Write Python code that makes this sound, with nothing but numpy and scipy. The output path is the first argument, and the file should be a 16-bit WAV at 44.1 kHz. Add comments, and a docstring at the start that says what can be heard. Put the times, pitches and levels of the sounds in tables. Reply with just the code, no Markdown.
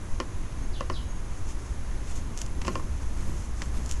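"""A quiet room, close up: hands wrap leather straps round a revolver lying on a wooden board.
The steel rocks and knocks, setting board and revolver ringing; the grip scuffs over the wood.
The leather taps on the grip, ticks as it bends and slides under the fingers in tiny catches.
Behind it are a low rumble, hiss, a late hum, a thin electrical whine and faint bird chirps far outside."""
import sys
import numpy as np
from scipy import signal
from scipy.fft import rfft, irfft
from scipy.io import wavfile
from scipy.ndimage import uniform_filter1d

SR = 44100
rng = np.random.default_rng(int(sys.argv[2]) if len(sys.argv) > 2 else 0)


def waveform_to_disk(signal):
    """Save audio, clipped to [-1, 1], as 16-bit WAV at the path in sys.argv[1]."""
    frames = np.transpose(np.atleast_2d(signal))
    scaled = np.clip(frames, -1, 1) * 32767
    samples = np.round(scaled).astype(np.int16)
    wavfile.write(sys.argv[1], SR, samples)


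N = 176400


def undb(db):
    """Decibels to gain."""
    return 10 ** (np.asarray(db) / 20)


def unit(x):
    """Scale to rms 1."""
    return x / np.sqrt(np.mean(x ** 2))


def fade(t60, seconds):
    """Exponential decay that loses 60 dB in t60 seconds."""
    return undb(-60 * np.arange(int(seconds * SR)) / SR / t60)


def add(out, at, sound):
    """Mix a sound into the track at a time in seconds."""
    i = max(int(at * SR), 0)
    out[i:i + len(sound)] += sound[:max(N - i, 0)]


def colour(x, points):
    """Minimum-phase EQ through (Hz, dB) points that keeps the power of white noise."""
    hz, db = np.array(points, float).T
    bin_hz = np.arange(N + 1) * SR / (2 * N)
    gain = unit(undb(np.interp(np.log(bin_hz + 1), np.log(hz), db)))
    cepstrum = irfft(np.log(gain))
    cepstrum[1:N] *= 2
    cepstrum[N + 1:] = 0
    return irfft(rfft(x, 2 * N) * np.exp(rfft(cepstrum)))[:N]


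def burst(t60):
    """A dying puff of noise with an even spectrum; t60 sets its energy."""
    shape = fade(t60, .2)
    phase = np.angle(rfft(shape * rng.standard_normal(len(shape))))
    flat = irfft(np.exp(1j * phase), len(shape))
    return unit(flat * shape ** .2) * np.sqrt(np.mean(shape ** 2))


def echo(x, t60):
    """Diffuse reverb of gain 1."""
    tail = fade(t60, 1) * rng.standard_normal(SR)
    return signal.fftconvolve(x, tail / np.linalg.norm(tail))[:N]


def swells(rows):
    """Smooth rise and fall for each (middle, length, dB) row."""
    t = np.arange(N) / SR
    power = sum(undb(db) ** 2 * np.exp(-2 * (2 * (t - at) / length) ** 2) for at, length, db in rows)
    return np.sqrt(power)


def wander(per_s):
    """Random control of spread near 1 that glides to a new value per_s times a second."""
    steps = np.arange(N) / SR * per_s
    return np.interp(steps, np.arange(N // 100), rng.standard_normal(N // 100))


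def grains(per_s, scatter_db=-.5):
    """Tiny clicks of uneven size at random times."""
    size = rng.standard_normal(N) * undb(scatter_db * np.minimum(rng.exponential(size=N), 4))
    return unit((rng.random(N) < per_s / SR) * size)


def room(hum_hz=58.5, hum_start_s=2.9, whine_hz=10093.5, ripple_hz=62.4, swing_hz=48):
    """Rumble and hiss, a low hum that sets in late, and a whine that trembles with the mains."""
    # Room tone EQ. Each row: frequency in Hz, relative level in dB.
    air_eq = [(18, 2.5), (32, -4), (55, -6), (82, -8), (120, -16.5), (160, -21.5), (310, -25), (420, -30),
              (560, -33), (780, -35), (1030, -32), (1300, -36.5), (2000, -40), (3000, -45.5), (4500, -49),
              (5400, -47), (6400, -42), (8000, -50.5), (10000, -51), (11800, -59)]
    t = np.arange(N) / SR
    air = colour(rng.standard_normal(N), air_eq) * undb(-29 + .35 * wander(per_s=11.4))
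    hum_fade_in = np.clip((t - hum_start_s) / .1, 0, 1)
    hum = hum_fade_in * np.sin(2 * np.pi * hum_hz * t)
    ripple = 2 * np.pi * ripple_hz * t
    tremolo = 1 + .25 * np.cos(ripple)
    whine = tremolo * np.sin(2 * np.pi * whine_hz * t + swing_hz / ripple_hz * np.sin(ripple))
    return air + np.sqrt(2) * (undb(-36) * hum + undb(-65.5) * whine)


def bird():
    """Two falling slurs between two thin high notes; only their reverb reaches the room."""
    # Bird notes. Each row: start and length in seconds, first and last pitch in Hz, level in dB.
    notes = [(0.594, .034, 6370, 6400, -50), (.716, .075, 5500, 2740, -44.3),
             (0.911, .08, 6000, 2880, -42.3), (1.08, .035, 6550, 6590, -47)]
    song = np.zeros(N)
    for at, length, start_hz, end_hz, db in notes:
        progress = np.linspace(0, 1, int(length * SR))
        wobble = unit(uniform_filter1d(rng.standard_normal(N), size=60))[:len(progress)]
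        glide = (1 - progress) ** 2.2 + .12 * (1 - progress) * wobble
        hz = end_hz + (start_hz - end_hz) * glide
        envelope = np.sqrt(np.abs(np.sin(np.pi * progress)))
        add(song, at, undb(db) * envelope * np.sin(2 * np.pi * np.cumsum(hz) / SR))
    return echo(song, t60=.35)


def hands():
    """Hands shift their weight and the board rumbles; the grip scuffs over the wood as it moves."""
    # Dull shoves and grainy scuffs. Each row: middle and length in seconds, level in dB.
    shoves = [(.77, 0.053, -43), (1.0, 0.15, -42), (2.25, 0.4, -44), (2.72, 0.5, -38), (3.29, 0.3, -36),
              (3.77, 0.31, -38.5)]
    scuffs = [(2.70, 0.12, -40), (3.29, 0.13, -45), (3.76, 0.21, -48)]
    # Their EQs. Each row: frequency in Hz, relative level in dB.
    shove_eq = [(30, 5.5), (70, -1), (120, -1), (170, -5.5), (280, -7.5), (450, -23.5), (1500, -41.5)]
    scuff_eq = [(70, -7), (130, 7), (330, 11), (560, -3), (800, -12), (1080, -8), (2000, -27)]
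    rumble = colour(rng.standard_normal(N) * swells(shoves), shove_eq)
    return rumble + colour(grains(per_s=1100) * swells(scuffs), scuff_eq)


def leather_slides(grains_per_s=9000, catch_db=2.2):
    """Leather slides in a stream of tiny catches: a soft hiss, and a broad swish where fingers press."""
    # Finger strokes. Each row: middle and length in seconds, hiss and swish levels in dB.
    strokes = [(0.126, 0.14, -58, -71), (1.385, 0.063, -54, -60), (1.494, 0.071, -50.5, -57),
               (1.67, 0.24, -57.5, -70), (2.103, 0.11, -52, -50), (2.164, 0.067, -49, -52),
               (2.406, 0.077, -48, -50), (2.667, .016, -47.5, -52), (2.748, 0.18, -53.5, -59),
               (3.01, 0.19, -58, -60), (3.243, 0.27, -55, -55), (3.415, .17, -52.5, -69),
               (3.63, 0.15, -52, -56), (3.765, 0.055, -55, -50), (3.927, 0.26, -52, -54.5)]
    # EQs of the two layers. Each row: frequency in Hz, relative level in dB.
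    hiss_eq = [(4300, -11), (5500, -1), (6500, 6), (7800, -2.5), (11500, -18)]
    swish_eq = [(300, 4), (2200, 4), (3800, -1), (7600, -2), (11500, -10.5)]
    catch = undb(catch_db * wander(per_s=67))  # the strap grabs and frees
    hiss_level = swells([(at, length, db) for at, length, db, _ in strokes])
    swish_level = swells([(at, length, db) for at, length, _, db in strokes])
    hiss = colour(grains(grains_per_s) * catch * hiss_level, hiss_eq)
    swish = colour(grains(grains_per_s) * catch * swish_level, swish_eq)
    return hiss + swish


def leather_taps_and_ticks():
    """Straps tap on the grip, which rings briefly, and tick sharply as they bend."""
    # Light taps. Each row: start in seconds, level in dB, ring pitch in Hz.
    tap_hits = [(0.523, -47, 2890), (2.4176, -39, 2740), (2.6160, -31, 2640), (2.6480, -35, 2950),
                (2.67, -32.5, 2630), (3.6186, -27, 1970)]
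    # Bending ticks. Each row: start in seconds, level in dB, 60 dB decay time in seconds.
    tick_hits = [(2.3758, -25.5, 0.0046), (2.3812, -34.5, 0.01), (2.389, -33, 0.011), (2.416, -26, 0.014),
                 (2.4626, -35.5, 0.013), (2.617, -40, .015), (3.6195, -35, 0.0096), (3.8608, -31.5, 0.0086),
                 (3.891, -39, 0.071), (3.9128, -18.5, 0.003), (3.921, -32, 0.02)]
    # Their EQs. Each row: frequency in Hz, relative level in dB.
    tap_eq = [(200, 8.5), (700, -8), (1100, 1), (1400, -3.5), (2200, -3), (3700, -10.5), (5800, -6.5),
              (8000, -12.5), (11500, -54)]
    tick_eq = [(300, -9), (2000, -18.5), (2800, -6), (4200, -9), (5300, -3.5), (6000, 1.5), (6900, 2),
               (7900, -6), (9000, -11.5), (11500, -16.5)]
    taps, grip, ticks = np.zeros((3, N))
    ring = undb(-4) * fade(t60=.022, seconds=.5)
    for at, db, hz in tap_hits:
        add(taps, at, undb(db) * burst(t60=.042))
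        add(grip, at, undb(db) * ring * np.sin(2 * np.pi * hz * np.arange(len(ring)) / SR))
    for at, db, t60 in tick_hits:
        add(ticks, at, undb(db) * burst(t60))
    return colour(taps, tap_eq) + grip + colour(ticks, tick_eq)


def revolver_knocks(attack_s=.0013, spot_db=4, spot_octaves=.21, scatter_db=1.1, detune=.0061):
    """Steel meets wood: a short crack, then ringing modes whose balance depends on the spot struck."""
    # Knocks. Each row: start in seconds, ring and crack levels in dB, contact time in ms,
    # frequency in Hz that the spot favours.
    hits = [(0.201, -17.5, -24, .05, 360), (0.8075, -21, -31.5, .25, 530), (0.8990, -18, -30, .19, 360),
            (2.651, -30.5, -36, .4, 540), (2.6800, -16.5, -25, 0.51, 332), (2.7202, -34.5, -41, .9, 272),
            (2.7549, -18, -29.5, 0.5, 355), (2.796, -30.5, -46, 0.37, 1070)]
    # Modes of board and revolver. Each row: pitch in Hz, level in dB, 60 dB decay time in seconds.
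    modes = [(250.4, -16, 0.13), (315, -15.5, 0.081), (362, -13, 0.083), (506, -17.5, 0.092),
             (543, -12, 0.067), (629, -19.5, 0.085), (1057, -12, 0.072), (1081, -6, 0.048),
             (1136, -7.5, 0.033), (1365, -11, 0.045), (1783, -12, 0.034), (1980, -21, 0.043),
             (2370, -17.5, 0.037), (2750, -17, 0.012), (3100, -26, 0.019)]
    # Crack EQ. Each row: frequency in Hz, relative level in dB.
    crack_eq = [(150, -7), (450, 8), (1100, -12), (2200, 1), (2900, 9.5), (3700, -7.5), (4500, 1),
                (5900, -1), (7500, -8.5), (11500, -29)]
    ring, crack = np.zeros((2, N))
    t = np.arange(SR // 2) / SR
    attack = 1 - np.exp(-t / attack_s)
    for at, ring_db, crack_db, contact_ms, spot_hz in hits:
        for hz, db, t60 in modes:
            size, shift = rng.standard_normal(2)
            lift_db = spot_db * np.exp(-(np.log2(hz / spot_hz) / spot_octaves) ** 2)
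            dulling = np.hypot(1, hz * contact_ms / 1000)  # a longer, softer contact loses treble
            gain = undb(ring_db + db + lift_db + scatter_db * size) / dulling
            tone = np.sin(2 * np.pi * hz * (1 + detune * shift) * t)
            add(ring, at, gain * attack * fade(t60, .5) * tone)
        snap = burst(t60=.011)
        tail = undb(-14.5) * burst(t60=.06)
        add(crack, at, undb(crack_db) * (snap + tail))
    return ring + colour(crack, crack_eq)


def scene():
    """Close handling with a short reverb off the walls, over bird and room tone, in mono."""
    close = revolver_knocks() + leather_taps_and_ticks() + leather_slides() + hands()
    walls = undb(-10.5) * echo(close, t60=.14)
    return (close + walls + bird() + room())[None]


def record(dry, top_hz=11850):
    """A steep low-pass takes the top off the mix."""
    return signal.sosfilt(signal.ellip(10, .2, 80, top_hz, fs=SR, output="sos"), dry)


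dry = scene()
out = record(dry)
waveform_to_disk(out)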